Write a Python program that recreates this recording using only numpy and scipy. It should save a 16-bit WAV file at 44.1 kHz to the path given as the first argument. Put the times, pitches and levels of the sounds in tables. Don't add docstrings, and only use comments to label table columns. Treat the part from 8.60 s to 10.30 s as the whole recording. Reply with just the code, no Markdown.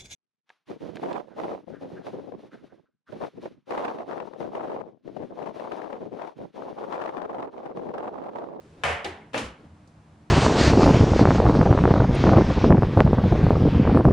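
import sys
import numpy as np
from scipy import signal
from scipy.fft import rfft, irfft
from scipy.io import wavfile

SR = 44100
rng = np.random.default_rng(int(sys.argv[2]) if len(sys.argv) > 2 else 0)


def store_wav(level_fs):
    pcm = np.round(np.clip(np.atleast_2d(level_fs), -1, 1) * 32767)
    wavfile.write(sys.argv[1], SR, pcm.T.astype(np.int16))


N = 74970
TIME_S = np.arange(N) / SR
FREQS_HZ = np.maximum(np.fft.rfftfreq(N, 1 / SR), 1)
BANDS_HZ = np.geomspace(60, 15000, num=20)

# start in seconds, part, ring level in dB, crack in dB re ring, treble shift in dB,
# chatter energy in dB re ring, chatter length in seconds.
BLOWS = [ (0.2357, "drawer", 2, 5, 1.5, -1.5, 0.082), (0.4448, "rail", -8.5, 13.5, 4, -20, .002),
         (0.4470, "rail", -9, 11.5, 9.5, -18, .002), (0.449, "rail", -12, -8, 12.5, -21, .002),
         (0.4554, "rail", -1, 12.5, -48, -16, 0.099), (0.7325, "cart", -12.5, 0.5, 6, 11.5, 0.024),
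         (0.7432, "cart", 1, 9, -12.5, -22, 0.016), (0.7770, "latch", 2, 6, 0.5, -4.5, 0.073),
         (1.275, "handle", -3, 12, -0.5, -6, .004), ]
PART_SPECTRA = { "drawer": [(70, -69), (160, -65.5), (280, -81), (430, -60.5), (700, -57), (1200, -62),
                (2200, -61.5), (3100, -68.5), (4000, -77.5), (9800, -87), (12000, -103)],
                "rail": [(70, -71.5), (220, -74), (390, -58.5), (560, -69.5), (830, -63.5), (1200, -78),
                (1800, -68.5), (3300, -76), (5500, -89.5), (9800, -95.5), (12000, -109)],
                "cart": [(70, -82), (150, -69), (260, -53.5), (400, -62), (550, -55.5), (700, -68),
                (850, -63), (1100, -66.5), (1900, -70.5), (2900, -67), (4000, -79.5), (9800, -93),
                (12000, -103)], "latch": [(150, -67), (450, -69.5), (1500, -70.5), (3000, -75.5),
                (4300, -79), (6700, -82), (10000, -87), (12000, -103)], "handle": [(2500, -130),
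                (4500, -107), (7000, -110), (10000, -114), (13000, -132)], }
PART_MODES = { "drawer": [(417, -44, .45), (565, -35, .58), (712, -33.5, .52), (755, -39, .42),
              (1023, -43, .42), (1085, -43, .42), (1227, -43, .22), (1672, -44, .4), (1803, -36.5, .45),
              (1992, -42.5, .45), (2262, -42.5, .45), (2482, -43.5, .45)], "rail": [(371, -42, .42),
              (818, -41.5, .38), (1610, -47, .3), (2250, -50, .4)], "cart": [(226, -36, .3),
              (316, -40, .38), (523, -34, .33), (615, -37.5, .28), (830, -39, .32), (1642, -43, .3),
              (2643, -44, .28), (2735, -47, .28)], "latch": [(2970, -55, 0.49), (6500, -56, 0.11)], }
# frequency in Hz, T60 in seconds.
RING_T60_S = [(100, 0.47), (400, .43), (1000, 0.48), (2500, 0.44), (5000, 0.3), (11000, 0.21)]
RING_T60_SCALE = {"drawer": 1.217, "rail": 1.134, "cart": 0.83, "latch": 0.88, "handle": 0.9}
# frequency in Hz, T60 in seconds.
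CRACK_T60_S = [(400, 0.036), (2000, 0.081), (5000, 0.068), (10000, 0.016)]
# frequency in Hz, gain in dB.
CRACK_SHELF_DB = [(200, 0), (500, -2)]
CRACK_LEFT_DB = {"drawer": 6, "rail": 1, "cart": 9.5, "latch": 8, "handle": 0}
# frequency in Hz, factor on the leftward bias.
PAN_SCALE = [(250, .05), (1000, 0.71), (2200, 1.85), (4500, 0.14)]
# start in seconds, frequency in Hz, peak in dB, length in seconds.
BOOMS = [(0.221, 81.9, -32.5, 0.17), (0.24, 141, -36, 0.049), (0.439, 86, -46, 0.146),
         (0.742, 121.6, -40.5, .06), (0.798, 62.6, -41, 0.14), (0.806, 90.5, -37, 0.067),
         (0.812, 30, -48, 0.067), (0.999, 84, -48.5, 0.26)]
# start in seconds, peak gain in dB, length in seconds.
LOAD_SHIFTS = [(0.094, 7, 0.37), (0.971, 1.5, 0.066), (1.008, 3, 0.084)]
# frequency in Hz, level in dB per Hz.
LOAD_SPECTRUM = [(60, -86), (200, -78), (500, -83.5), (1200, -99), (4000, -109), (12000, -135)]
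# start in seconds, peak in dB, length in seconds.
SQUEAKS = [(0.602, -54, 0.042), (0.61, -69, 0.082)]
# frequency in Hz, level in dB per Hz.
GLIDE_SPECTRUM = [(200, -98), (420, -79), (900, -104.5), (2000, -104), (5000, -110), (9800, -118),
                  (11500, -134)]
# frequency in Hz, level in dB per Hz.
AIR_SPECTRUM = [(35, -95), (65, -79.5), (100, -75.5), (200, -79), (400, -91), (850, -92.5), (1900, -102),
                (4000, -110), (9800, -119), (11500, -133), (15000, -142)]
# frequency in Hz, RMS level in dB.
FAN_TONES = [(159, -63), (215, -62.5), (302, -64), (684, -75.5)]
# frequency in Hz, left-right correlation.
STEREO_CORRELATION = [(60, 0.96), (200, 0.99), (380, .93), (700, 0.75), (1290, 0.17), (2380, 0.65),
                      (4400, 0.71), (8000, 0), (15000, 0)]
# frequency in Hz, gain in dB.
MIC_RESPONSE_DB = [(10500, -0.5), (13500, -4.5), (15000, 1)]

TREBLE_FROM_HZ, TREBLE_FULL_HZ = 1570, 5060
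CRACK_TREBLE_DB, RING_LEFT_DB = 2.5, -0.5
CRACK_RISE_CYCLES, ROOM_RISE_S, MODE_RISE_S = 1, 0.006, 0.004
CHATTER_SPREAD_DB, CHATTER_CRACK_DB = 4, -8
GLIDE_HOLD_S, GLIDE_FADE_S = 0.14, 0.16
SQUEAK_HZ, SQUEAK_WOBBLE_RAD = 2197, 2.2
FAN_WAVER, STOPBAND_HZ = 0.25, 15700


def struck_part(part):
    at, energy, crack_ratio, treble_db = contacts(part)
    low_cut = np.minimum(FREQS_HZ / BANDS_HZ[0], 1) ** 2
    dense = stereo_noise() * from_db(at_hz(PART_SPECTRA[part], FREQS_HZ)) * low_cut
    band_index = np.interp(np.log(FREQS_HZ), np.log(BANDS_HZ), np.arange(len(BANDS_HZ)))
    out = np.zeros((2, N))
    for k, hz in enumerate(BANDS_HZ):
        band = irfft(dense * np.maximum(1 - np.abs(band_index - k), 0), N)
        treble = at_hz([(TREBLE_FROM_HZ, 0), (TREBLE_FULL_HZ, 1)], hz)
        fed = energy * from_db(treble_db * treble) ** 2
        width = at_hz(PAN_SCALE, hz)
        crack = envelope(at, fed * crack_ratio, at_hz(CRACK_T60_S, hz), CRACK_RISE_CYCLES / hz)
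        crack *= from_db(CRACK_TREBLE_DB * treble + at_hz(CRACK_SHELF_DB, hz))
        ring = envelope(at, fed, RING_T60_SCALE[part] * at_hz(RING_T60_S, hz), ROOM_RISE_S)
        out += band * np.hypot(pan(CRACK_LEFT_DB[part] * width) * crack, pan(RING_LEFT_DB * width) * ring)
    for hz, db, t60_s in PART_MODES.get(part, []):
        spread_rad = np.arccos(at_hz(STEREO_CORRELATION, hz)) * rng.choice([-1, 1])
        phase = 2 * np.pi * (hz * TIME_S + rng.random()) + spread_rad * np.array([[.5], [-.5]])
        out += from_db(db) * envelope(at, energy, t60_s, MODE_RISE_S) * np.sin(phase)
    return out


def contacts(part, count=16):
    rows = []
    for start_s, struck, ring_db, crack_db, treble_db, chatter_db, chatter_s in BLOWS:
        if struck == part:
            rows.append((start_s, from_db(ring_db) ** 2, from_db(crack_db) ** 2, treble_db))
            delays_s = chatter_s * (np.arange(count) + rng.random(count)) / count
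            shares = from_db(CHATTER_SPREAD_DB * rng.standard_normal(count)) ** 2
            chatter_energy = from_db(ring_db + chatter_db) ** 2
            chatter_crack = from_db(crack_db + CHATTER_CRACK_DB) ** 2
            for delay_s, share in zip(delays_s, shares / shares.sum()):
                rows.append((start_s + delay_s, share * chatter_energy, chatter_crack, treble_db))
    times_s, energy, crack_ratio, treble_db = np.transpose(rows)
    return (times_s * SR).astype(int), energy, crack_ratio, treble_db


def envelope(at, energy, t60_s, rise_s):
    fed = np.bincount(at, energy, N)[:N] + 1e-18
    fall = from_db(-60 / (t60_s * SR)) ** 2
    rise = np.exp(-1 / (rise_s * SR))
    return np.sqrt(signal.lfilter([1 - rise], [1, -rise - fall, rise * fall], fed))


def cart_body():
    booms = sum(from_db(db) * swell(start_s, length_s) * np.sin(2 * np.pi * hz * (TIME_S - start_s))
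                for start_s, hz, db, length_s in BOOMS)
    return booms + coloured_noise(LOAD_SPECTRUM) * swells(LOAD_SHIFTS)


def runners():
    fade = np.clip(1 - (TIME_S - GLIDE_HOLD_S) / GLIDE_FADE_S, 0, 1)
    whisper = coloured_noise(GLIDE_SPECTRUM) * fade
    squeak = np.sin(2 * np.pi * SQUEAK_HZ * TIME_S + SQUEAK_WOBBLE_RAD * drift(rate_hz=280))
    return whisper + swells(SQUEAKS) * squeak


def ventilation():
    tones = np.zeros(N)
    for hz, db in FAN_TONES:
        level = np.sqrt(2) * from_db(db) * (1 + FAN_WAVER * drift(rate_hz=9.4))
        tones += level * np.sin(2 * np.pi * hz * TIME_S + drift(rate_hz=6))
    return coloured_noise(AIR_SPECTRUM) + tones


def stereo_noise():
    mid, side = rfft(rng.standard_normal((2, N))) * np.sqrt(SR / 2)
    alike = at_hz(STEREO_CORRELATION, FREQS_HZ)
    return mid + side * np.sqrt((1 - alike) / (1 + alike)) * [[1], [-1]]


def coloured_noise(spectrum):
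    return irfft(stereo_noise() * from_db(at_hz(spectrum, FREQS_HZ)), N)


def drift(rate_hz):
    return np.interp(TIME_S * rate_hz, np.arange(2000), rng.standard_normal(2000))


def swell(start_s, length_s):
    return np.sin(np.pi * np.clip((TIME_S - start_s) / length_s, 0, 1)) ** 2


def swells(rows):
    return sum(from_db(db) * swell(start_s, length_s) for start_s, db, length_s in rows)


def pan(left_db):
    return from_db(np.array([[.5], [-.5]]) * left_db)


def at_hz(table, hz):
    knots_hz, values = np.transpose(table)
    return np.interp(np.log(hz), np.log(knots_hz), values)


def from_db(db):
    return 10 ** (np.asarray(db) / 20)


def scene():
    return sum(struck_part(part) for part in PART_SPECTRA) + runners() + cart_body() + ventilation()


def record(dry):
    dulled = irfft(rfft(dry) * from_db(at_hz(MIC_RESPONSE_DB, FREQS_HZ)), N)
    return signal.sosfilt(signal.cheby2(14, 70, STOPBAND_HZ, fs=SR, output="sos"), dulled)


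dry = scene()
out = record(dry)
store_wav(out)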